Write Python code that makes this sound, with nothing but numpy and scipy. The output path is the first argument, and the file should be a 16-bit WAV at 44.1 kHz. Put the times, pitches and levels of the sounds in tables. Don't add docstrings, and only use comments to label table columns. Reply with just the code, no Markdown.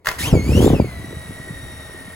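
import sys
import numpy as np
from scipy import signal
from scipy.fft import rfft, irfft, next_fast_len
from scipy.io import wavfile
from scipy.ndimage import uniform_filter1d, minimum_filter1d, map_coordinates

SR = 44100
rng = np.random.default_rng(int(sys.argv[2]) if len(sys.argv) > 2 else 0)


def to_wav(s):
    ch = np.atleast_2d(s).T
    pcm = np.round(np.clip(ch, -1, 1) * 32767)
    wavfile.write(sys.argv[1], SR, pcm.astype(np.int16))


N = 94815
T = np.arange(N) / SR
LEFT_RIGHT = np.array([[1], [-1]])


def amp(db):
    return 10 ** (np.asarray(db) / 20)


def unit(x):
    return x / np.sqrt(np.mean(x ** 2) + 1e-20)


def along(points, hz):
    f, v = np.transpose(points)
    return np.interp(np.log(hz + 1), np.log(f + 1), v)


def curves(rows):
    s, *columns = np.transpose(rows)
    return [np.interp(T, s, column) for column in columns]


def wobble(rate):
    return map_coordinates(rng.standard_normal(1024), [T * rate + 3], mode="wrap")


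def filtered(x, response):
    padded = next_fast_len(N + 8192)
    spectrum = rfft(x, padded) * response(np.fft.rfftfreq(padded, 1 / SR))
    return irfft(spectrum, padded)[..., :N]


def sides(lean_db):
    return amp(LEFT_RIGHT * lean_db / 2)


def noise(colour):
    return unit(filtered(rng.standard_normal(N), lambda hz: amp(along(colour, hz))))


# (f/Hz, correlation, held within +-0.995)
PORT_LIKENESS = [(100, -0.1), (600, 2), (1000, 1.5), (1300, .5), (2000, 0.86), (2800, -0.1), (4000, 2.3),
                 (5500, -0.64), (7000, 2), (8000, 0), (9150, -1.455), (10000, -0.15), (11000, 2.2),
                 (12200, 0), (13200, -1), (14200, -0.3), (15000, .5)]
# (f/Hz, left over right level/dB)
PORT_LEAN = [(350, 4.5), (600, 0.5), (1250, 3.5), (2100, -3), (3100, 5), (4500, 4.5), (6500, 0)]


def airborne(gain):
    def mid_side(hz):
        turn = np.arccos(np.clip(along(PORT_LIKENESS, hz), -.995, .995)) / 2
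        return gain(hz) * np.array([np.cos(turn), np.sin(turn)])
    mid, side = filtered(rng.standard_normal((2, N)), mid_side)
    ports = np.array([mid + side, mid - side])
    return unit(filtered(ports, lambda hz: sides(along(PORT_LEAN, hz))))


def rush(colour):
    return airborne(lambda hz: amp(along(colour, hz)))


# (t/s, f/Hz)
SPIN_UP_PITCH = [(.06, 2116), (.175, 2087), (.195, 1819), (.22, 1835), (.25, 2650), (.285, 3287),
                 (.32, 2663), (.36, 2267), (.41, 2134), (.46, 2245), (.51, 2513), (.57, 2907), (.63, 3370),
                 (.682, 3765)]
IDLE_HZ = 1870
BRAKE_S, SETTLE_S, SETTLE_SHARE = .08, .18, .17


def motor_speed():
    top_s, top_hz = SPIN_UP_PITCH[-1]
    since = np.maximum(T - top_s, 0)
    quick = (1 - SETTLE_SHARE) * np.exp(-since / BRAKE_S)
    slow = SETTLE_SHARE * np.exp(-since / SETTLE_S)
    pitch = curves(SPIN_UP_PITCH)[0] - (top_hz - IDLE_HZ) * (1 - quick - slow)
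    return uniform_filter1d(pitch, size=500) / IDLE_HZ


# (f/Hz, relative level/dB)
FLOOR_COLOUR = [(25, -39), (70, -9), (130, -39), (350, 7), (1000, -7), (3000, -29), (15000, -65)]
FLOOR_DB = -60


def room_floor():
    return amp(FLOOR_DB) * rush(FLOOR_COLOUR)


EDDY_FALL = 0.33


def eddy(s, hz, length):
    u = (T - s) / length
    turns = hz * length * (np.arcsinh(u) - EDDY_FALL * np.log(1 + u ** 2) / 2)
    turns = turns + rng.normal(0, 0.071)
    return -np.sin(2 * np.pi * turns) / (1 + u ** 2) ** 1.91


# (t/s, level/dB)
WASH_STRENGTH = [(0, -53), (.05, -60), (.09, -38.5), (.14, -43.5), (.23, -27.5), (.318, -28.5),
                 (.335, -12.5), (.365, -11), (.42, -24.5), (.46, -22.5), (.5, -18.5), (.57, -17),
                 (.61, -13.5), (.69, -14.5), (.75, -15), (.775, -20.5), (.81, -14.5), (.84, -25), (.9, -34),
                 (1.05, -34), (1.13, -34.5), (1.25, -37.5), (1.4, -40.5), (1.65, -38.5), (1.85, -42),
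                 (2.15, -48)]
# (f/Hz, relative level/dB)
RUMBLE_COLOUR = [(15, -65), (30, -16), (45, -12), (62, 3), (100, -0.5), (160, -6), (250, -12.5),
                 (400, -17.5), (700, -41), (1500, -66), (4000, -100)]
FLUTTER_COLOUR = [(60, 9), (160, -6), (330, -12.5), (460, -1), (620, -10.5), (850, -21.5), (1300, -29.5),
                  (3000, -66), (8000, -90)]
# (t/s, level/dB, f/Hz in the middle, length/s)
STRONG_EDDIES = [(.331, 0, 166, 0.0049), (.339, -10, 440, 0.0043), (0.354, -4, 340, 0.0029),
                 (0.364, -5, 140, 0.0037), (0.374, -12, 490, 0.0036), (.395, -16.5, 305, 0.0052),
                 (0.467, -13.5, 250.3, 0.0038), (0.494, -6.5, 260.8, 0.0038), (0.511, -10.5, 80.5, .0074),
                 (0.534, -9, 133, 0.0063), (0.554, -8.5, 262, 0.0057), (0.576, -9.5, 296, .003),
                 (0.594, -10, 430, 0.0056), (.606, 4, 260, 0.0023), (0.618, -10.5, 460, 0.0022),
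                 (.629, -6.5, 358, 0.0041), (0.647, 0.5, 307.7, .0026), (.665, 3, 420, 0.0042),
                 (.679, 0, 436, 0.002), (.703, -10, 460, 0.0019), (0.707, -7.5, 256, 0.0031),
                 (0.733, -8.5, 450, 0.0038), (0.737, -0.5, 230, 0.0031), (0.8, -6, 600, 0.0021),
                 (.802, 2, 243, .0027), (.846, -16.5, 432.4, .0036), (.858, -25, 260, .004),
                 (1.003, -26.5, 199.7, 0.0043), (1.046, -25, 299, 0.0039), (1.095, -29.5, 218, 0.0034),
                 (1.172, -19, 129.9, 0.0033), (1.255, -24, 135.3, 0.0032), (1.298, -22.5, 150.5, 0.0055),
                 (1.309, -24, 295, 0.0025), (1.402, -27.5, 167, 0.0058), (1.496, -32, 399.2, 0.0048),
                 (1.51, -21, 167.8, 0.0053), (1.637, -28, 130, .006), (1.737, -29, 149.4, 0.0053),
                 (1.948, -33, 394, 0.0054), (2.083, -31.5, 243, 0.0064)]
# (f/Hz, left over right level/dB)
WIND_LEAN = [(60, 0.5), (250, -0.8), (400, 0), (520, 5.5), (750, 9)]
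FLUTTER_DB, FLUTTER_GROWS, FLUTTER_SPEED_DB = -10, 1.34, 10.5
SLAP_HZ, SLAP_S, SLAP_DB = 765, 0.0011, -13.5
PUFFS_PER_S, PUFF_DB, PUFF_SCATTER_DB, PUFF_HZ, PUFF_S = 12, -1.5, 6, 230, 0.0035
LOW_CUT_HZ = 42


def downwash(speed, lumps_db=2, flutter_lumps_db=4, apart_db=-21):
    wash_db, = curves(WASH_STRENGTH)
    lumps = wobble(80)
    shared = noise(RUMBLE_COLOUR)
    opposed = amp(apart_db) * LEFT_RIGHT * noise(RUMBLE_COLOUR)
    rumble = amp(wash_db + lumps_db * lumps) * (shared + opposed)
    peak_db = wash_db.max()
    flutter_db = peak_db + FLUTTER_GROWS * (wash_db - peak_db) + FLUTTER_DB
    flutter_db = flutter_db + FLUTTER_SPEED_DB * np.log2(speed)
    air = rumble + amp(flutter_db + flutter_lumps_db * lumps) * noise(FLUTTER_COLOUR)
    for s, db, hz, length in STRONG_EDDIES:
        t = T - s
        slap = amp(SLAP_DB) * np.sin(2 * np.pi * SLAP_HZ * t) * np.exp(-(t / SLAP_S) ** 2)
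        slap = slap * (2 * SLAP_S / length) ** 2
        air = air + amp(db) * (eddy(s, hz, length) - slap)
    for when, size, pitch in rng.random((round(PUFFS_PER_S * T[-1]), 3)):
        i = int(when * N)
        puff = eddy(T[i], PUFF_HZ * 2 ** (2 * pitch - 1), PUFF_S)
        air = air + amp(wash_db[i] + PUFF_DB + PUFF_SCATTER_DB * 2 * size) * puff

    def wind_filter(hz):
        low_cut = hz ** 3 / np.hypot(hz ** 3, LOW_CUT_HZ ** 3)
        return sides(along(WIND_LEAN, hz)) * low_cut
    return filtered(air, wind_filter)


# (t/s, level/dB)
HISS_LEVEL = [(.04, -76), (.06, -33.5), (.13, -38), (.18, -46.5), (.19, -27), (.215, -26), (.27, -27.5),
              (.32, -39), (.41, -44.5), (.5, -36.5), (.58, -32.5), (.65, -27.5), (.72, -39.5), (.83, -47.5),
              (1.1, -47.5), (2.15, -49.5)]
# (f/Hz, relative level/dB)
DRIVE_COLOUR = [(300, -14), (1200, 1), (2200, -1.5), (2900, 5.5), (3800, 0), (5200, 2), (6500, 0.5),
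                (8000, 0), (9100, 12), (10300, 2), (12000, 0.5), (14000, 0.5), (15700, -6)]
FIZZ_HZ, FIZZ_WIDTH_HZ, FIZZ_DB = 9080, 173.5, -41


def drive(grain_db=1.0):
    hiss = amp(curves(HISS_LEVEL)[0] + grain_db * wobble(540)) * rush(DRIVE_COLOUR)

    def narrow_band(hz):
        off_hz = hz - FIZZ_HZ
        return 1 / np.hypot(1, 2 * off_hz / FIZZ_WIDTH_HZ) / np.hypot(1, off_hz / 1200)
    swell_db = np.interp(T, [.04, .06, .8, 1.25], [-50, -21, -9, -2.5])
    return hiss + amp(FIZZ_DB + swell_db) * airborne(narrow_band)


# (f/Hz, relative level/dB)
AIR_COLOUR = [(60, 10), (150, -19), (350, 0), (650, 3), (1000, 1), (1400, 2), (1700, -1), (2150, 2),
              (2500, -5.5), (4000, -10), (8000, -33), (16000, -14)]
RUSH_DB, RUSH_GROWS_DB, CHOP = -43.5, 10.5, 0.17
STEPS_PER_TURN = 42


def propellers(speed):
    turns = np.cumsum(speed) * IDLE_HZ / STEPS_PER_TURN / SR
    chop = 1 + CHOP * np.sin(2 * np.pi * 2 * turns)
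    level = amp(RUSH_DB + RUSH_GROWS_DB * np.log2(np.maximum(speed, 1)))
    onset = np.clip((T - .045) / 0.011, 0, 1)
    return level * onset * chop * rush(AIR_COLOUR)


# (t/s, level/dB)
BLADE_CLACKS = [(0.047, -34.5), (0.058, -22), (0.0698, -15), (0.0709, -16.5), (.079, -22.5),
                (0.0858, -15.5), (.088, -15.5), (0.1137, -21), (0.188, -29.5)]
# (f/Hz, relative level/dB, 60 dB decay/s)
PLASTIC_MODES = [(618, -9, 0.091), (1001, -1, 0.066), (1387, -0.5, 0.043), (1595, -3, 0.029),
                 (1907, -4, .04), (2092, -4.5, 0.096), (2560, -6, 0.036)]
# (f/Hz, relative level/dB)
CRACK_COLOUR = [(100, -39), (400, -22), (1000, 3.5), (1450, 8.5), (2000, 5.5), (2300, -21), (2700, -3.5),
                (4500, -4), (7000, -7), (9000, -13.5), (15000, -9.5)]
CRACK_T60, RATTLE_T60, CLACK_RISE_S = 0.021, 0.16, 0.00018
RATTLE_DB, RING_DB = -19, -7


def blades():
    out = np.zeros((2, N))
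    crack, rattle = rush(CRACK_COLOUR), rush(AIR_COLOUR)
    t = T[:SR // 4]
    for s, db in BLADE_CLACKS:
        start = round(s * SR)
        span = slice(start, start + len(t))
        ring = np.zeros(len(t))
        for hz, level_db, t60 in PLASTIC_MODES:
            decay = amp(level_db + rng.normal(0, 2.3) - 60 * t / t60)
            ring += decay * np.sin(2 * np.pi * hz * t + rng.uniform(0, 2 * np.pi))
        body = crack[:, span] * amp(-60 * t / CRACK_T60)
        body = body + rattle[:, span] * amp(RATTLE_DB - 60 * t / RATTLE_T60)
        rise = 1 - np.exp(-t / CLACK_RISE_S)
        out[:, span] += amp(db) * rise * (body + amp(RING_DB) * ring)
    return out


# (idle whine f/Hz, level/dB of harmonics 1, 2, 3 and 4, left over right level/dB,
# relative hum level/dB, lag behind the throttle/s)
FOUR_MOTORS = [(1835, -0.5, -10, -34, -22, 3, -3.5, .003), (1870, -1, 1, -5.5, -16, 1, 2.5, 0),
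               (1906.6, -1.5, -7.5, -6.5, -10, -1.5, 5.5, -.003),
               (1917, -13.5, -16, -17, -8, -9.5, -9.5, -.009)]
# (t/s, fundamental level/dB, overtone level/dB)
WHINE_LEVEL = [(.14, -80, -94), (.175, -50, -70), (.195, -38, -40), (.25, -36.5, -36.5), (.285, -39, -38),
               (.325, -52.5, -46), (.37, -43.5, -48), (.47, -50, -49.5), (.56, -40.5, -43.5),
               (.67, -42.5, -36.5), (.72, -47.5, -55), (.9, -53.5, -57), (1.2, -53, -55.5),
               (2.15, -51.5, -59)]
# (multiple of shaft speed, idle level/dB before halving and motor offset)
HUM_ORDERS = [(2, -52.5), (4, -55), (6, -55.5), (8, -59), (10, -60), (12, -59.5), (14, -56), (30, -73),
              (48, -59)]
# (f/Hz, gain/dB)
SHELL_GAIN = [(2000, 1.5), (2800, 5), (3400, 1), (4400, 2), (5100, 0.5), (6200, -0.5), (7500, -1.5),
              (8500, -9), (11000, -29)]
SURGE_SPREAD = .45
HUNTING, BRAKING_JITTER, SURGE_JITTER = .085, 0.0277, 0.01198
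LOCK_S, LOCK_FADE_S = .228, 0.0249
HUM_GROWS_DB, HUM_TORQUE_DB, BRAKING_DB = 11, 9, -1.5
PULL_S, PULL_WIDTH_S = 0.274, 0.058
SAG_HZ_PER_S, SAG_MID_S = 24, 1.8


def motors(speed, drift=0.001183, flicker_db=2.5, sway_db=3.0, port_turn=0.051):
    whine_db, overtone_db = curves(WHINE_LEVEL)
    spread = np.interp(T, [.25, .35, .7, .95], [1, SURGE_SPREAD, SURGE_SPREAD, 1])
    slope = np.gradient(speed)
    braking = np.clip(slope / slope.min(), 0, 1)
    jitter = HUNTING * (1 - np.tanh((T - LOCK_S) / LOCK_FADE_S)) / 2
    jitter = jitter + BRAKING_JITTER * braking + SURGE_JITTER * np.clip(speed - 1, 0, 1)
    strain = np.exp(-((T - PULL_S) / PULL_WIDTH_S) ** 2)
    hum_onset = np.clip((T - .15) / 0.084, 0, 1)
    hum = amp(HUM_GROWS_DB * np.log2(speed) + HUM_TORQUE_DB * strain) * hum_onset / 2
    coasting = np.clip(2 * (T - SPIN_UP_PITCH[-1][0]), 0, 1)
    sag_hz = SAG_HZ_PER_S * (SAG_MID_S - T) * coasting
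    out = np.zeros((2, N))
    for idle_hz, *harmonics, lean_db, hum_db, lag_s in FOUR_MOTORS:
        lagged_speed = np.interp(T - lag_s, T, speed)
        hz = lagged_speed * (IDLE_HZ + spread * (idle_hz - IDLE_HZ)) + sag_hz
        hz = hz * (1 + drift * wobble(12) + jitter * wobble(420))
        phase = 2 * np.pi * np.cumsum(hz) / SR
        for k, db in enumerate(harmonics, 1):
            level_db = db + (whine_db if k == 1 else overtone_db) + BRAKING_DB * braking
            level = amp(level_db + flicker_db * wobble(70) + sway_db * wobble(6.35))
            shell = amp(along(SHELL_GAIN, k * hz))
            lean = sides(lean_db + along(PORT_LEAN, k * hz))
            port_phase = rng.uniform(0, 2 * np.pi) + port_turn * LEFT_RIGHT
            out += level * shell * lean * np.sin(k * phase + port_phase)
        for order, db in HUM_ORDERS:
            shaft_phase = order * phase / STEPS_PER_TURN + rng.uniform(0, 2 * np.pi)
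            out += hum * amp(db + hum_db) * np.sin(shaft_phase)
    return np.sqrt(2) * out


ROOM_T60, ROOM_DB = 0.49, -11.5


def room(x):
    t = T[:SR // 3]
    tail = rng.standard_normal((2, len(t))) * amp(-60 * t / ROOM_T60) * (t > .004)
    return signal.fftconvolve(x, tail / np.linalg.norm(tail[0]), axes=1)[:, :N]


def scene():
    speed = motor_speed()
    air = room_floor() + downwash(speed) + drive() + propellers(speed)
    near = blades() + motors(speed)
    return air + near + amp(ROOM_DB) * room(near)


# (f/Hz, left lead/rad)
LEFT_LEAD = [(50, 0), (250, 0.56), (520, 0.55), (1000, 0.83), (1750, 0), (2200, 1.1), (3100, 1.86),
             (3900, 1.4), (6500, 0.021)]
TOP_HZ = 15900


def record(dry):
    ports = filtered(dry, lambda hz: np.exp(.5j * LEFT_RIGHT * along(LEFT_LEAD, hz)))
    need = np.minimum(1, .9 / (np.abs(ports).max(axis=0) + 1e-9))
    gain = uniform_filter1d(minimum_filter1d(need, size=260), size=260)
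    return filtered(ports * gain, lambda hz: hz < TOP_HZ)


dry = scene()
out = record(dry)
to_wav(out)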